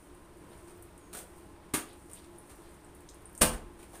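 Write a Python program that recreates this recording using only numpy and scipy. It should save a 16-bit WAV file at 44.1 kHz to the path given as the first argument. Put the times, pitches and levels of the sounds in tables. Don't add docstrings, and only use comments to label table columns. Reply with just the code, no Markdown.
import sys
import numpy as np
from scipy import signal
from scipy.fft import rfft, irfft
from scipy.io import wavfile
from scipy.ndimage import uniform_filter1d

SR = 44100
rng = np.random.default_rng(int(sys.argv[2]) if len(sys.argv) > 2 else 0)


def ratio_of_db(decibels):
    return 10 ** (np.asarray(decibels, float) / 20)


def store_wav(level_fs):
    pcm = np.round(np.clip(np.atleast_2d(level_fs), -1, 1) * 32767)
    wavfile.write(sys.argv[1], SR, pcm.T.astype(np.int16))


N = 176400

# start in seconds, rise in seconds, spray t60 in seconds,
# spray level in dB, thud level against the spray in dB.
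SLAPS = [
    (1.735, 0.0047, 0.16, -28, -5),
    (3.408, .011, 0.11, -17.5, 0),
]
# frequency in Hz, level in dB, t60 in seconds.
THUD_MODES = [
    [(76, -5, 0.21), (109, -23, .15), (156, -6, .24), (260, -2, 0.12), (315.4, 3.5, 0.29), (401, 8, 0.1),
     (603, -4, 0.19), (1020, -5, .1)],
    [(32.5, -13, 0.83), (76.5, -8.5, 0.43), (99, -12.5, 0.23), (147.4, -12, 0.52), (178, -6.5, 0.27),
     (232, -13, 0.59), (313.3, -7.5, 0.29), (430, -25, .3), (504, -2.5, 0.31), (589, -5.5, 0.25),
     (652, -6.5, 0.24), (905, -17, 0.17)],
]
# start in seconds, level in dB, frequency in Hz.
ROCKS = [
    (3.412, -31.5, 52.5),
    (3.455, -38, 36),
    (3.531, -35.5, 41),
    (3.594, -53, 39.3),
    (3.656, -46, 45),
]
# start in seconds, length in seconds, level in dB, tilt in dB per octave.
FLOPS = [(.5, 0.045, -61.5, -3), (0.673, 0.036, -63.5, -1), (1.128, 0.026, -48, 0.4),
         (1.166, 0.031, -48, 2.5), (1.362, 0.022, -66, 5), (2.096, 0.06, -62, 1.5),
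         (2.173, 0.074, -69.5, 0), (2.495, 0.028, -57.5, -1), (3.528, 0.02, -48, -1.5),
         (3.79, 0.051, -59.5, -1.5), (3.931, 0.044, -58, -0.5)]
# start in seconds, length in seconds, level in dB, centre in Hz.
SQUELCHES = [(0.502, 0.044, -70, 3500), (0.665, 0.042, -73, 6600), (1.86, 0.094, -64.5, 3440),
             (2.147, 0.056, -63.5, 3070), (2.175, 0.033, -65.5, 4370), (2.23, 0.034, -68, 3750),
             (2.6, 0.12, -71.5, 3740), (3.92, 0.061, -57, 600), (1.13, 0.098, -54.5, 600)]
# time in seconds, level in dB, centre in Hz, width in octaves.
DRIPS = [(0.1497, -56, 10100, 0.62), (0.3716, -57, 10000, 0.7), (0.5764, -64, 9300, 0.13),
         (.7771, -52, 14200, .2), (0.8247, -45.5, 11500, 0.76), (0.979, -50, 9700, 0.55),
         (1.1318, -50.5, 3940, 0.21), (1.931, -54.5, 9000, 0.43), (2.1147, -51, 9500, 0.23),
         (2.134, -40, 9150, 0.54), (2.245, -55, 6140, 1), (2.3856, -45.5, 10500, 0.17),
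         (2.555, -60, 12000, 0.17), (2.692, -58.5, 8350, 0.26), (2.8467, -55, 8400, 0.24),
         (2.9497, -50.5, 10700, 0.55), (3.0061, -52, 10900, 1), (3.0888, -50, 4100, 0.52),
         (3.09, -46.5, 6840, .3), (1.891, -52.5, 10800, 0.48), (.764, -65, 12000, 0.38),
         (3.098, -55, 12500, 0.43), (3.1448, -51.5, 10800, 0.69), (3.22, -57, 11100, 0.69),
         (3.256, -48.5, 9200, 0.22), (3.2956, -59, 11000, 0.45), (3.3296, -51, 12000, 0.49),
         (3.3514, -43, 8900, 1), (3.3781, -38, 9300, 0.62)]
# time in seconds, level in dB.
KNEADING = [(0, -71), (.3, -77.5), (.6, -70.5), (.9, -76), (1.4, -71.5), (1.6, -80), (2, -70.5),
            (2.2, -74.5), (2.6, -69.5), (2.8, -75), (3.1, -77.5), (3.4, -75), (3.7, -77), (4, -64.5)]
# time in seconds, pitch in Hz, level in dB.
CHIRP_PATH = [(.975, 6940, -80), (.985, 7030, -76), (1.04, 6640, -72), (1.125, 6500, -74),
              (1.15, 6450, -85)]
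# frequency in Hz, level in dB.
SPRAY_SPECTRUM = [(60, -14.5), (300, 3), (600, -6), (1050, -3), (2000, -6), (5000, -12), (9000, -8.5),
                  (16000, -13)]
# frequency in Hz, level in dB.
AIR_SPECTRUM = [(20, -7), (70, -0.5), (125, -11.5), (400, -16), (1100, -18), (2400, -27), (5800, -37.5),
                (9000, -41.5), (16000, -43)]
# frequency in Hz, width in Hz, level in dB.
FAN_HUMS = [(175.7, 62, -66.5), (294, 16, -65), (345.4, 37.3, -59), (413.4, 48, -67), (600, 54, -72.5),
            (845, 5.3, -73), (946, 23.5, -73.5), (1043, 5.9, -73)]
# frequency in Hz, t60 in seconds.
WALL_T60 = [(100, 1), (300, 0.58), (1000, 0.38), (3000, .3), (8000, 0.24), (15000, .22)]

THUD_DB, THUD_LAG_S = -5.5, 0.00541
GRAIN_DB = 2.5
ROCK_CYCLES = 1.15
DRIP_S, FIZZ_S, FIZZ = 0.0016, 0.007, 0.45
AIR_DB = -56.5
WALLS_DB, DRIP_WET_DB, ROOM_LOW_HZ = -4.5, 1.5, 330
MIC_HZ, MIC_WIDTH_HZ, MIC_DB = 9025, 2000, 4.5
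EDGE_HZ = 15520


def evened(x):
    return x / np.sqrt(np.mean(x ** 2) + 1e-20)


def drift(count, span):
    return evened(uniform_filter1d(rng.standard_normal(count), span))


def read(points, hz):
    f, value = np.transpose(points)
    return np.interp(np.log(hz + 1), np.log(f + 1), value)


def add(mix, s, sound):
    part = mix[round(s * SR):][:len(sound)]
    part += sound[:len(part)]


def colour(x, shape_db):
    hz = np.fft.rfftfreq(len(x), 1 / SR) + 1
    return irfft(rfft(x) * ratio_of_db(shape_db(hz)), len(x))


def resonate(x, hz, width):
    turn = np.exp(2j * np.pi * np.cumsum(hz * np.ones(len(x))) / SR)
    r = np.exp(-np.pi * width / SR)
    smooth = signal.lfilter([1 - r], [1, -r], x / turn + 1e-18)
    return 2 * (turn * smooth).real


def droplets(count, share):
    chance, size = rng.random((count, 2)).T
    sign = np.sign(chance - share / 2)
    return (chance < share) * sign * ratio_of_db(-GRAIN_DB * np.log(size + 0.01))


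def slap(start, rise, t60, level_db, thud_db):
    t = np.arange(SR // 2) / SR
    spray = evened(colour(droplets(len(t), 0.5), lambda hz: read(SPRAY_SPECTRUM, hz)))
    swell = np.minimum(t / rise, 1) ** 2
    decay = ratio_of_db(-60 * np.maximum(t - rise, 0) / t60)
    return start, ratio_of_db(level_db) * spray * swell * decay


def thud(start, rise, level_db, modes):
    t = np.arange(SR // 2) / SR
    body = np.zeros(len(t))
    for hz, db, t60 in modes:
        age = np.maximum(t - THUD_LAG_S * rng.random(), 0)
        body += ratio_of_db(db - 60 * age / t60) * np.sin(2 * np.pi * hz * age)
    return start, ratio_of_db(level_db) * body * np.minimum(t / rise, 1)


def rock(start, level_db, hz):
    turn = np.arange(SR // 5) / SR * hz
    bump = turn * np.exp(1 - (turn / ROCK_CYCLES) ** 2)
    return start, ratio_of_db(level_db) * np.sin(2 * np.pi * turn) * bump


def flop(start, length, level_db, tilt_db):
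    t = np.arange(SR // 4) / SR
    clumps = ratio_of_db(2.5 * drift(len(t), 180))
    spray = colour(droplets(len(t), 0.3),
                   lambda hz: read(SPRAY_SPECTRUM, hz) + tilt_db * np.log2(hz / 3000))
    attack = np.minimum(t / 0.0011, 1)
    level = ratio_of_db(level_db - 520 * np.maximum(t - length, 0))
    return start, level * attack * evened(spray) * clumps


def squelch(start, length, level_db, centre_hz):
    t = np.arange(0, length, 1 / SR)
    fizz = colour(droplets(len(t), 0.068), lambda hz: -25 * np.log2(hz / centre_hz) ** 2)
    return start, ratio_of_db(level_db) * evened(fizz) * np.sin(np.pi * t / length)


def drip(start, level_db, centre_hz, octaves):
    t = np.arange(-256, 2048) / SR
    age = abs(t)
    decay = np.exp(-age / DRIP_S) + FIZZ * np.exp(-age / FIZZ_S) + 0.094 * np.exp(-age / 0.025)
    burst = rng.standard_normal(len(t)) * (t > 0) * decay
    tick = colour(burst, lambda hz: -9 * (np.log2(hz / centre_hz) / octaves) ** 2)
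    return start + t[0] - 0.0005, ratio_of_db(level_db + 2) * tick / abs(tick).max()


def knead():
    s, level_db = np.transpose(KNEADING)
    effort_db = np.interp(np.arange(N) / SR, s, level_db)
    crackle = colour(droplets(N, 0.1), lambda hz: -9 * np.log2(hz / 9300) ** 2)
    return ratio_of_db(effort_db + 1.1 * drift(N, 900)) * evened(crackle)


def chirp():
    s, hz, level_db = np.transpose(CHIRP_PATH)
    t = np.arange(N) / SR
    pitch = np.interp(t, s, hz) + 45 * drift(N, 200)
    tone = np.sin(2 * np.pi * np.cumsum(pitch) / SR)
    return tone * ratio_of_db(np.interp(t, s, level_db, -140, -140) + 4 * drift(N, 400))


def fan():
    air = evened(colour(rng.standard_normal(N), lambda hz: read(AIR_SPECTRUM, hz)))
    sound = ratio_of_db(AIR_DB + drift(N, 6000) / 2) * air
    white = rng.standard_normal(N)
    for hz, width, db in FAN_HUMS:
        hum = resonate(resonate(white, hz, width), hz, 1.15 * width)
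        sound += ratio_of_db(db) * evened(hum)
    return sound


def walls(x):
    taps, at = np.zeros(SR), np.arange(120, SR - 10, 10)
    taps[at + rng.integers(0, 10, len(at))] = rng.choice([-1., 1.], len(at))
    band_hz, t, bands = signal.stft(taps, SR, nperseg=256)
    decay = ratio_of_db(-60 * t / read(WALL_T60, band_hz)[:, None])
    tail = signal.istft(bands * decay, SR, nperseg=256)[1]
    lumps = uniform_filter1d(abs(rfft(tail)) ** 2, size=120)
    even = uniform_filter1d(lumps, size=1500) / lumps
    tail = colour(tail, lambda hz: 10 * np.log10(even / (1 + (ROOM_LOW_HZ / hz) ** 4)))
    return signal.fftconvolve(x, tail / np.linalg.norm(tail))[:N]


def scene():
    cloth, drops, solid = knead(), np.zeros(N), np.zeros(N)
    for (start, rise, _, level_db, thud_db), modes in zip(SLAPS, THUD_MODES):
        add(solid, *thud(start, rise, level_db + thud_db + THUD_DB, modes))
    for mix, source, rows in ((cloth, slap, SLAPS), (solid, rock, ROCKS), (cloth, flop, FLOPS),
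                              (cloth, squelch, SQUELCHES), (drops, drip, DRIPS)):
        for row in rows:
            add(mix, *source(*row))
    room = ratio_of_db(WALLS_DB) * walls(cloth + ratio_of_db(DRIP_WET_DB) * drops)
    return (cloth + drops + room + solid + chirp() + fan())[None]


def low_pass(x):
    return signal.sosfilt(signal.butter(12, 16200, fs=SR, output="sos"), x)


def record(dry):
    sound = dry[0]
    peak = resonate(resonate(sound, MIC_HZ, MIC_WIDTH_HZ), MIC_HZ, MIC_WIDTH_HZ)
    tip = resonate(sound, 9100, 860)
    bright = sound + ratio_of_db(MIC_DB) * peak + ratio_of_db(-9.5) * tip
    lowpass = signal.firwin(511, EDGE_HZ, window=("kaiser", 9), fs=SR)
    limited = signal.oaconvolve(bright, lowpass, "same")
    return low_pass(limited[None])


dry = scene()
out = record(dry)
store_wav(out)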